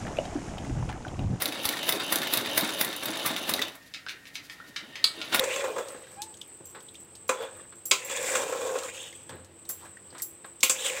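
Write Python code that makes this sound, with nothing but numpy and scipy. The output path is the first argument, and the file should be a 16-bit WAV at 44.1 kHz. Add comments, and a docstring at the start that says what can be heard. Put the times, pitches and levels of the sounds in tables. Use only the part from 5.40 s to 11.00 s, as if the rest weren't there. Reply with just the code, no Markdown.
"""A steel spoon stirs raw chicken and thick paste in a hand-held metal pot, close by in a small kitchen.
It knocks on the wall, judders and rasps along the bottom as it sticks and slips, and squeals once.
The food damps the pot's ring and crackles; food and spoon also make soft thuds and short, bright clicks.
Small metal, probably bangles on the stirring arm, tinkles. Behind it are a low hum and a high shrill."""
import sys
import numpy as np
from scipy import signal
from scipy.fft import rfft, irfft, next_fast_len
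from scipy.io import wavfile
from scipy.ndimage import map_coordinates

SR = 44100
rng = np.random.default_rng(int(sys.argv[2]) if len(sys.argv) > 2 else 0)


def output_pcm(signal):
    """Save a mono or channel-first signal as 16-bit PCM at the path in sys.argv[1].

    Samples are clipped to [-1, 1] before scaling.
    """
    pcm = np.clip(np.atleast_2d(signal).T, -1, 1) * 32767
    wavfile.write(sys.argv[1], SR, np.round(pcm).astype(np.int16))


N = 246959
TIME = np.arange(N) / SR  # seconds since the scene began
AGE = np.arange(SR // 2) / SR  # seconds since a short sound began

# Levels are relative. A fade time (t60) is how long a sound takes to drop by 60 dB.
# The tone of five noises. Each row: frequency in Hz, level in dB.
ROOM_TONE = [(20, -31), (50, -5.5), (90, 4.5), (150, 0), (240, -2), (340, .5), (480, 0.5), (700, -7.5),
             (1000, -7), (1500, -12), (3000, -12.5), (5500, -24.5), (10000, -27), (15500, -31)]
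SHRILL_TONE = [(6700, -34.5), (7450, -12), (7900, -3), (8250, 0), (8400, -3.5), (8580, -13.5), (9100, -36)]
JUDDER_TONE = [(40, -45), (100, -23.5), (170, -15), (230, -18.5), (300, -8), (420, -2.5), (520, -3.5),
               (630, -1.5), (750, -6.5), (1000, -6), (1500, -31.5)]
RASP_TONE = [(500, -41.5), (800, 2.5), (1200, -4.5), (2000, -1), (3400, 2), (4500, -7), (6000, -13.5),
             (9000, -39.5)]
HISS_TONE = [(3500, -36), (5200, -9.5), (6500, -2.5), (7600, 3), (9000, -3), (11000, -15), (15000, -11.5)]
# The meat turns over. Each row: time of the peak in seconds, level in dB, fade time in seconds.
MEAT_TURNS = [(.05, -40, 3), (2.82, -34, 2), (4.45, -45.5, 0.1854), (4.82, -48, 0.0031), (5.55, -39.5, 2)]
# Soft thuds in the pot. Each row: start in seconds, thud in dB, slap in dB, fade time in seconds.
SOFT_THUDS = [(0.546, -47.5, -48, 0.0815), (1.204, -50, -64, 0.0567), (1.348, -52, -46, 0.1821),
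              (2.323, -67, -53.5, 0.07714), (3.893, -47, -46.5, 0.1904), (3.923, -46.5, -51.5, 0.5117),
              (4.295, -55, -49, 0.1213), (4.449, -59.5, -52, 0.307), (4.726, -51, -59.5, 0.03996),
              (4.749, -58.5, -48, 0.25), (5.044, -53.5, -45.5, 0.04)]
# Short, bright clicks. Each row: start in seconds, pitch in Hz, note in dB, snap in dB.
BRIGHT_CLICKS = [(.484, 2875, -57.5, -47.5), (0.617, 1119, -60, -71.5), (0.669, 1706, -56.5, -62.5),
                 (0.819, 4070, -47, -36.5), (.941, 3408, -55.5, -56), (.971, 6825, -58, -59),
                 (1.014, 3232, -42.5, -49.5), (1.404, 3379, -60, -58), (1.485, 3586, -51.5, -64.5),
                 (1.543, 2595, -57, -57), (1.553, 3340, -51, -59), (1.753, 4550, -63, -51.5),
                 (3.434, 1201, -47, -43.5), (3.727, 1960, -53, -56), (3.893, 3300, -52, -51),
                 (4.046, 6960, -60.5, -58), (4.252, 3900, -64, -58), (4.569, 1767, -50.5, -67.5),
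                 (4.704, 4692, -57.5, -66.5), (4.782, 3704, -69, -48.5), (4.797, 2037, -50.5, -51),
                 (5.206, 6085, -47.5, -45)]
# The bangles' notes. Each row: pitch in Hz, level in dB, fade time in seconds.
BANGLE_NOTES = [(5896.3, -15.5, 0.268), (7555.3, 1, 0.25655), (7492, 2, 0.1341), (10923, -3.5, .23),
                (13831, -1, 0.1024), (14372, 3.5, 0.22)]
# The bangles touch. Each row: start in seconds, tick in dB, ring in dB.
BANGLE_TOUCHES = [(1.254, -61, -46), (1.298, -60, -55), (1.603, -61, -59), (1.879, -54, -49),
                  (2.352, -72.5, -57), (2.455, -44.5, -36), (2.647, -54, -39.5), (4.291, -37.5, -37),
                  (4.303, -43, -44.5), (4.820, -35, -38.5), (5.234, -26.5, -36)]
# The notes of the full pot. Each row: pitch in Hz, width in Hz (wider dies sooner), level in dB.
POT_NOTES = [(276.35, 31.91, -12.5), (397.32, 8.035, -9), (479.22, 16.01, -9.5), (517.44, 16.217, 6.5),
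             (604.86, 7.06, -10), (1012.8, 3.998, -12), (1074.7, 19.794, 0), (1314.7, 11.3, -12),
             (1660, 28, -1.5), (1925.1, 79.05, -9.5), (2274.2, 14.76, -11), (2455.5, 33.58, -2.5),
             (2603.6, 23.86, -6), (2790.6, 18.45, -10.5), (3181, 38.2, -15.5), (3436.3, 45, -6.5),
             (3691.1, 86.4, -11), (3918.8, 41.3, -7.5), (4322.6, 107.9, -12.5), (4672.1, 26.75, -16),
             (5014.2, 26.63, -17.5), (5622, 12.86, -24), (6225.3, 19.56, -14), (6494.3, 29.6, -8.5),
             (7005, 104.4, -10), (7130, 45, -37), (7514.7, 26.63, 0), (8510.6, 33.5, -7.5)]
# The course of the squeal. Each row: time in seconds, pitch in Hz, level in dB.
SQUEAL_PATH = [(.762, 771.7, -63.5), (.785, 805, -44.5), (0.835, 866, -40.5), (.848, 883.8, -54.5),
               (.93, 848.9, -59)]
# The spoon's path, a list per stroke. Each row: time in seconds, force in dB, depth (0 wall, 1 bottom).
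STROKE_PATHS = [
    [(0, -30.5, 0.621), (.07, -34.5, 0.4995), (.14, -33.5, .3), (.21, -35, 0.5127), (.28, -39, 0.8879),
     (.35, -49.5, 0.9669), (.39, -39.5, .74), (.45, -48, 0.7846), (.53, -48.5, 0.6446),
     (.75, -62.5, 0.4956)],
    [(1.95, -41.5, 0.9165), (1.98, -45.5, 0.8782), (2.026, -37.5, .92), (2.11, -53.5, 0.8778),
     (2.2, -53, 0.6937)],
    [(2.6, -43.5, 0.3639), (2.68, -42, .4), (2.71, -35, 0.39324), (2.86, -33, 0.48416),
     (2.96, -29.5, 0.62716), (3.05, -38, .93), (3.19, -39, 0.8514), (3.26, -37.5, 0.92193),
     (3.36, -39, 0.9745), (3.41, -45.5, 0.85545), (3.45, -38.5, .78), (3.52, -43, .3), (3.63, -41, .13),
     (3.85, -61.5, 0.22842)],
    [(5.35, -41, .45), (5.39, -36.5, 0.10093), (5.41, -33.5, .08), (5.465, -27.5, 0.11674),
     (5.52, -36.5, .38), (5.6, -37.5, 0.5144)],
]
# How the coat of paste changes each stroke. Each row: judder in dB, hiss in dB, both added to the force.
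PASTE_COATING = [(6, -9), (0, -13), (.5, -1.5), (1, -2.5)]
# The spoon hits the pot. Each row: start in seconds, level in dB, hardness (0 padded by meat,
# 1 bare metal), extra treble of an edge-on blow in dB, rebound from 0 to 1.
SPOON_KNOCKS = [(0.038, -23, 0.6834, 0, 0.77), (0.159, -22.5, .65, -2, 0.81), (0.24, -23.5, .05, 0, 0.47),
                (0.362, -25, 0, -4, 0.32), (0.382, -22.5, .2, 0, 0.49), (1.892, -11.5, .4, -1.5, 0.43),
                (2.512, -11.5, 1, -2, .67), (2.697, -27, 0.6568, 0, 0.41), (2.953, -16, .5, 2, 0.39),
                (3.124, -24.5, 0.05352, -3, .3), (3.354, -24, 0, -2, 0.56), (3.385, -29, 0.7343, 1, 0.53),
                (5.230, -13, 1, 0, 0.52), (5.296, -17.5, .82, 7.5, 0)]
# The tone of a knock's noisy clash. Each row: frequency in Hz, level in dB.
CLASH_TONE = [(100, -43), (260, -2.5), (520, -2.5), (750, -1.5), (1500, 0.5), (3000, -4), (5000, -10.5),
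              (7500, 2.5), (9500, -11.5), (12000, -19), (15000, -13.5)]
# The bands of a knock. Each row: low edge in Hz, high edge in Hz, level in dB when padded, and when bare.
KNOCK_BANDS = [(199.57, 376.13, -22, -22), (378.32, 810.6, 0, -16), (800.6, 1400, -4.5, -12.5),
               (1400, 2200, -12, -12), (2195.4, 5062, -20.5, -.5), (5122, 15610, -17, -1)]

TOP_HZ = 15850  # the highest frequency heard


def amp(db):
    """Turn decibels into a gain."""
    return 10 ** (np.asarray(db) / 20)


def unit(x):
    """Scale a sound to an average strength (rms) of 1."""
    return x / np.sqrt(np.mean(x ** 2) + 1e-20)


def struck(x):
    """Scale a hit so that its first 20 ms have an average strength of 1."""
    return x / np.sqrt(np.mean(x[:SR // 50] ** 2) + 1e-20)


def fade(t60):
    """A fade of 60 dB in t60 seconds."""
    return np.exp(-np.log(1000) * AGE / t60)


def add(track, start_s, x):
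    """Mix x into the track at the given time."""
    start = max(round(start_s * SR), 0)
    track[start:start + len(x)] += x[:N - start]


def wobble(rate):
    """A smooth random curve through rate points a second."""
    points = rng.standard_normal(int(N * rate / SR) + 4)
    at = np.arange(0, len(points) - 1, .125)
    return np.interp(TIME * rate, at, map_coordinates(points, [at]))


def swell(peak_s, before_s, after_s):
    """A ramp from 0 up to 1 and back."""
    return np.interp(TIME, [peak_s - before_s, peak_s, peak_s + after_s], [0, 1, 0])


def filtered(x, response):
    """Scale each frequency in x by response(hz)."""
    size = next_fast_len(len(x) + SR // 4)
    return irfft(rfft(x, size) * response(np.fft.rfftfreq(size, 1 / SR)), size)[:len(x)]


def colour(x, tone):
    """Shape x with a tone table."""
    hz, db = np.transpose(tone)
    return filtered(x, lambda f: amp(np.interp(np.log(f + 1), np.log(hz), db)))


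def band(x, lo_hz, hi_hz):
    """Keep what lies between two frequencies."""
    edges = [lo_hz, min(hi_hz, SR / 2 - 1)]
    return signal.sosfilt(signal.butter(3, edges, "band", fs=SR, output="sos"), x)


def burst(t60, tail_db, tail_t60):
    """A puff of noise, with a tail from the pot's hollow and the walls."""
    return rng.standard_normal(len(AGE)) * (fade(t60) + amp(tail_db) * fade(tail_t60))


def grains(rate, spread_db):
    """Tiny clicks of uneven size at random times, about rate a second."""
    clicks = (rng.random(N) < rate / SR) * rng.standard_normal(N)
    return clicks * amp(spread_db * np.clip(rng.standard_normal(N), -2, 2))


def bubbles(rate, hz, cycles, spread_db):
    """Tiny pops, each a fading note of its own pitch, a few cycles long."""
    count = int(rate * N / SR)
    pitch, size = np.clip(rng.standard_normal((count, 2)), -2, 2).T
    turns = np.minimum(hz * np.exp(.6 * pitch), SR / 3)[:, None] * AGE[:300]
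    pops = amp(spread_db * size)[:, None] * np.sin(2 * np.pi * turns) * np.exp(-turns / cycles)
    where = rng.integers(0, N, (count, 1)) + np.arange(turns.shape[1])
    return unit(np.bincount(where.ravel(), pops.ravel(), N)[:N])


def fuzzy_note(hz, width_hz):
    """A narrow band of noise around a steady or moving pitch."""
    phase = 2 * np.pi * np.cumsum(hz * np.ones(N)) / SR
    return unit(wobble(width_hz) * np.sin(phase) + wobble(width_hz) * np.cos(phase))


def kitchen_echo(x, wet_db, t60):
    """Close, hard walls add a short wash of echo."""
    tail = rng.standard_normal(len(AGE)) * fade(t60) * (AGE > .002)
    return x + amp(wet_db) * signal.fftconvolve(x, tail / np.linalg.norm(tail))[:N]


def through_pot(x, direct):
    """The pot rings along with x; a share of x is also heard directly."""
    return filtered(x, lambda f: direct + sum(
        amp(db) * 1j * f * width / (hz * hz - f * f + 1j * f * width) for hz, width, db in POT_NOTES))


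def shifting_ring(x, direct, shift_db):
    """As the spoon travels, each of the pot's notes rings now more, now less."""
    notes = (amp(db + shift_db * wobble(10)) * signal.lfilter(*signal.iirpeak(hz, hz / width, fs=SR), x)
             for hz, width, db in POT_NOTES)
    return direct * x + sum(notes)


def background():
    """Room noise, a low hum that swells once, and a high shrill (perhaps insects) that dips once."""
    room = amp(-57) * unit(colour(rng.standard_normal(N), ROOM_TONE)) * amp(0.1377 * wobble(4.7672))
    hum_db = -72 + 19.5 * swell(peak_s=3.937, before_s=0.15, after_s=0.8256)
    hum = amp(hum_db) * fuzzy_note(92, width_hz=20)
    drone = amp(-73.5) * fuzzy_note(198, width_hz=18) + amp(-65) * fuzzy_note(338, width_hz=18)
    shrill_db = -51.5 - 14 * swell(peak_s=4.13, before_s=0.18575, after_s=0.0525)
    shrill = unit(colour(rng.standard_normal(N), SHRILL_TONE))
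    flicker_db = 1.83 * wobble(23) + 1.605 * wobble(120)
    return room + hum + drone + shrill * amp(shrill_db + flicker_db)


def crackle():
    """Films of paste tear as the meat turns over; wet surfaces part with faint ticks all the time."""
    rise_db_per_s = 104.5
    turns_db = [db - np.maximum(rise_db_per_s * (peak_s - TIME), 60 * (TIME - peak_s) / t60)
                for peak_s, db, t60 in MEAT_TURNS]
    fine = bubbles(rate=160, hz=7997, cycles=1.244, spread_db=4.5)
    squelch = bubbles(rate=240, hz=1824.8, cycles=2.393, spread_db=6.5)
    ticks = kitchen_echo(grains(rate=12, spread_db=.5), wet_db=-3, t60=.05)
    tearing = unit(kitchen_echo(amp(-4) * fine + squelch, wet_db=6, t60=0.2436))
    return amp(np.max(turns_db, axis=0) - 5) * tearing + amp(-71.5) * unit(band(ticks, 9500, 15500))


def soft_thuds():
    """Soft, dull thuds in the pot: meat landing, or a light touch of the spoon."""
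    out = np.zeros(N)
    for start, thud_db, slap_db, t60 in SOFT_THUDS:
        bump = through_pot(burst(t60, tail_db=-10, tail_t60=0.2913), direct=0.99)
        thud = band(bump, 102.17, 585.9)
        slap = band(bump, 848.7, 1682.1) + amp(-11) * band(bump, 2000, 4163.3)
        add(out, start, amp(thud_db) * struck(thud) + amp(slap_db) * struck(slap))
    return out


def bright_clicks():
    """Short, bright clicks: wet pops of air in the paste, and one sharp tick of the spoon on a bangle."""
    out = np.zeros(N)
    for start, hz, note_db, snap_db in BRIGHT_CLICKS:
        note = band(burst(t60=.025, tail_db=-12, tail_t60=.14), hz * .89, hz * 1.12)
        puff = burst(t60=0.0213, tail_db=-4.5, tail_t60=0.1353)
        # the highest part of the snap is softer
        snap = band(puff, 3110.8, 9300) + amp(-7.5) * band(puff, 9282, 14337)
        add(out, start, amp(note_db) * struck(note) + amp(snap_db) * struck(snap))
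    return out


def bangles():
    """Bangles touch with a bright tick, then ring with a few thin, wavering notes."""
    out = np.zeros(N)
    for start, tick_db, ring_db in BANGLE_TOUCHES:
        upper_db = 0.4247 * (tick_db + 40.5)  # a sharper tick wakes the upper notes more
        ring = np.zeros(len(AGE))
        for hz, db, t60 in BANGLE_NOTES:
            gain = amp(db + ring_db + upper_db * (hz > 9000) + rng.normal(0, 0.8986))
            drift = np.cumsum(rng.normal(0, 0.09517, len(AGE)))
            ring += gain * fade(t60) * np.sin(2 * np.pi * hz * AGE + drift)
        tick = struck(band(burst(t60=0.0602, tail_db=-11, tail_t60=0.2124), 5029.5, TOP_HZ))
        onset = 1 - np.exp(-AGE / 0.001009)
        add(out, start, amp(1.5) * ring * onset + amp(tick_db) * tick)
    return out


def squeal():
    """For a moment the spoon's slips fall into step and make a pitch."""
    times, hz, db = np.transpose(SQUEAL_PATH)
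    pitch = np.interp(TIME, times, hz) * (1 + 0.00715 * wobble(118.39))
    phase = 2 * np.pi * np.cumsum(pitch) / SR
    harmonics_db = [6.5, -11, -11, -20.5, -24.5]
    tone = sum(amp(level) * np.sin(k * phase) for k, level in enumerate(harmonics_db, 1))
    level_db = np.interp(TIME, times, db, left=-150, right=-150)
    return unit(tone) * amp(level_db + 2.994 * wobble(74.084))


def bottom_judder(depth):
    """Coarse slips boom in the pot, more strongly as the spoon goes down."""
    slips = grains(rate=770, spread_db=1.5)
    boom = unit(colour(through_pot(slips, direct=0.2701), JUDDER_TONE))
    bottom_hz = 522 - 80 * depth ** 10  # the note sags when the spoon presses on the very middle
    return (boom + amp(.5) * fuzzy_note(bottom_hz, width_hz=120)) * amp(-18.5 + 21 * depth)


def rasp_and_hiss(depth, force_db):
    """Fine slips ring the pot, while spice grains and paste chirp under the spoon's edge."""
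    grit = kitchen_echo(grains(rate=2000, spread_db=1.5), wet_db=-2.5, t60=0.13134)
    ringing = unit(shifting_ring(grit, direct=0.29016, shift_db=4))
    coarse = bubbles(rate=920, hz=1713.4, cycles=7.17, spread_db=3.5)
    fine = bubbles(rate=900, hz=8000, cycles=7, spread_db=3.5)
    rasp = unit(colour(ringing + amp(-8.5) * coarse, RASP_TONE))
    low = filtered(rasp, lambda hz: 1 / (1 + (hz / 1500) ** 6))
    rasp = rasp - low + amp(-8 + 13 * depth) * low  # the low notes come in on the way down
    push_db = force_db + 35.5  # pushing harder than usual makes the hiss louder and brighter
    hiss = unit(colour(ringing + amp(-2.5) * fine, HISS_TONE))
    sizzle = band(fuzzy_note(7600 + 65 * push_db, width_hz=1300), 4840, 10938)
    return rasp, (hiss + amp(-4.5) * sizzle) * amp(.25 * push_db - 3.5)


def edge_ring(depth):
    """The rubbing edge rings lower and more weakly as the spoon goes down."""
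    wall_hz, bottom_hz = 3900, 1000
    note = amp(1 - 2 * depth) * fuzzy_note(wall_hz * (bottom_hz / wall_hz) ** depth, width_hz=1200)
    return band(note * amp(3 * wobble(90)), 550, 7000)


def scraping():
    """The spoon sticks and slips along the metal; its force and depth shape each stroke."""
    touch_s, lift_s = 0.01824, 0.0874
    times, forces, depths = np.transpose(np.concatenate(STROKE_PATHS))
    force_db = np.interp(TIME, times, forces)
    depth = np.interp(TIME, times, depths)
    judder = bottom_judder(depth)
    rasp, hiss = rasp_and_hiss(depth, force_db)
    edge = edge_ring(depth)
    catching = amp(1.6 * wobble(55))
    out = np.zeros(N)
    for path, (judder_db, hiss_db) in zip(STROKE_PATHS, PASTE_COATING):
        start, end = path[0][0], path[-1][0]
        contact = np.interp(TIME, [start - touch_s, start, end, end + lift_s], [0, 1, 1, 0])
        friction = amp(-6.6) * (rasp + edge) + amp(hiss_db) * hiss
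        out += contact * (amp(judder_db) * judder + catching * friction)
    return amp(force_db) * out


def knocks():
    """Each blow of the spoon rings the pot a new way, brighter and a little longer on bare metal."""
    padded_t60, bare_t60, treble_hz = 0.19115, 0.23138, 4000
    bounce = np.exp(-((AGE - .004) / 0.001782) ** 2)  # the spoon lands again after 4 ms
    out = np.zeros(N)
    for start, level_db, hardness, treble_db, rebound in SPOON_KNOCKS:
        ring = np.zeros(len(AGE))
        for hz, width, db in POT_NOTES:
            strength = amp(db + rng.normal(0, 4.2095)) * np.exp(-np.pi * width * .45 * AGE)
            ring += strength * np.sin(2 * np.pi * (hz * AGE + rng.random()))
        t60 = np.interp(hardness, [0, 1], [padded_t60, bare_t60])
        clash = unit(colour(rng.standard_normal(len(AGE)), CLASH_TONE))
        clash *= fade(0.04434) + amp(6) * fade(t60)
        blow = (amp(-1.5) * struck(clash) + struck(ring * fade(.38))) * (1 + rebound * bounce)
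        for lo_hz, hi_hz, padded_db, bare_db in KNOCK_BANDS:
            band_db = np.interp(hardness, [0, 1], [padded_db, bare_db]) + treble_db * (lo_hz > treble_hz)
            add(out, start, amp(level_db + band_db - 7) * struck(band(blow, lo_hz, hi_hz)))
    return out


def scene():
    """Everything in and around the pot, in one channel."""
    spoon = knocks() + scraping() + squeal()
    return (spoon + bangles() + bright_clicks() + soft_thuds() + crackle() + background())[None]


def record(dry):
    """Thin the deep bass and cut everything above TOP_HZ."""
    return np.array([filtered(x, lambda hz: (hz < TOP_HZ) * hz ** 2 / (hz ** 2 + 34 ** 2)) for x in dry])


dry = scene()
out = record(dry)
output_pcm(out)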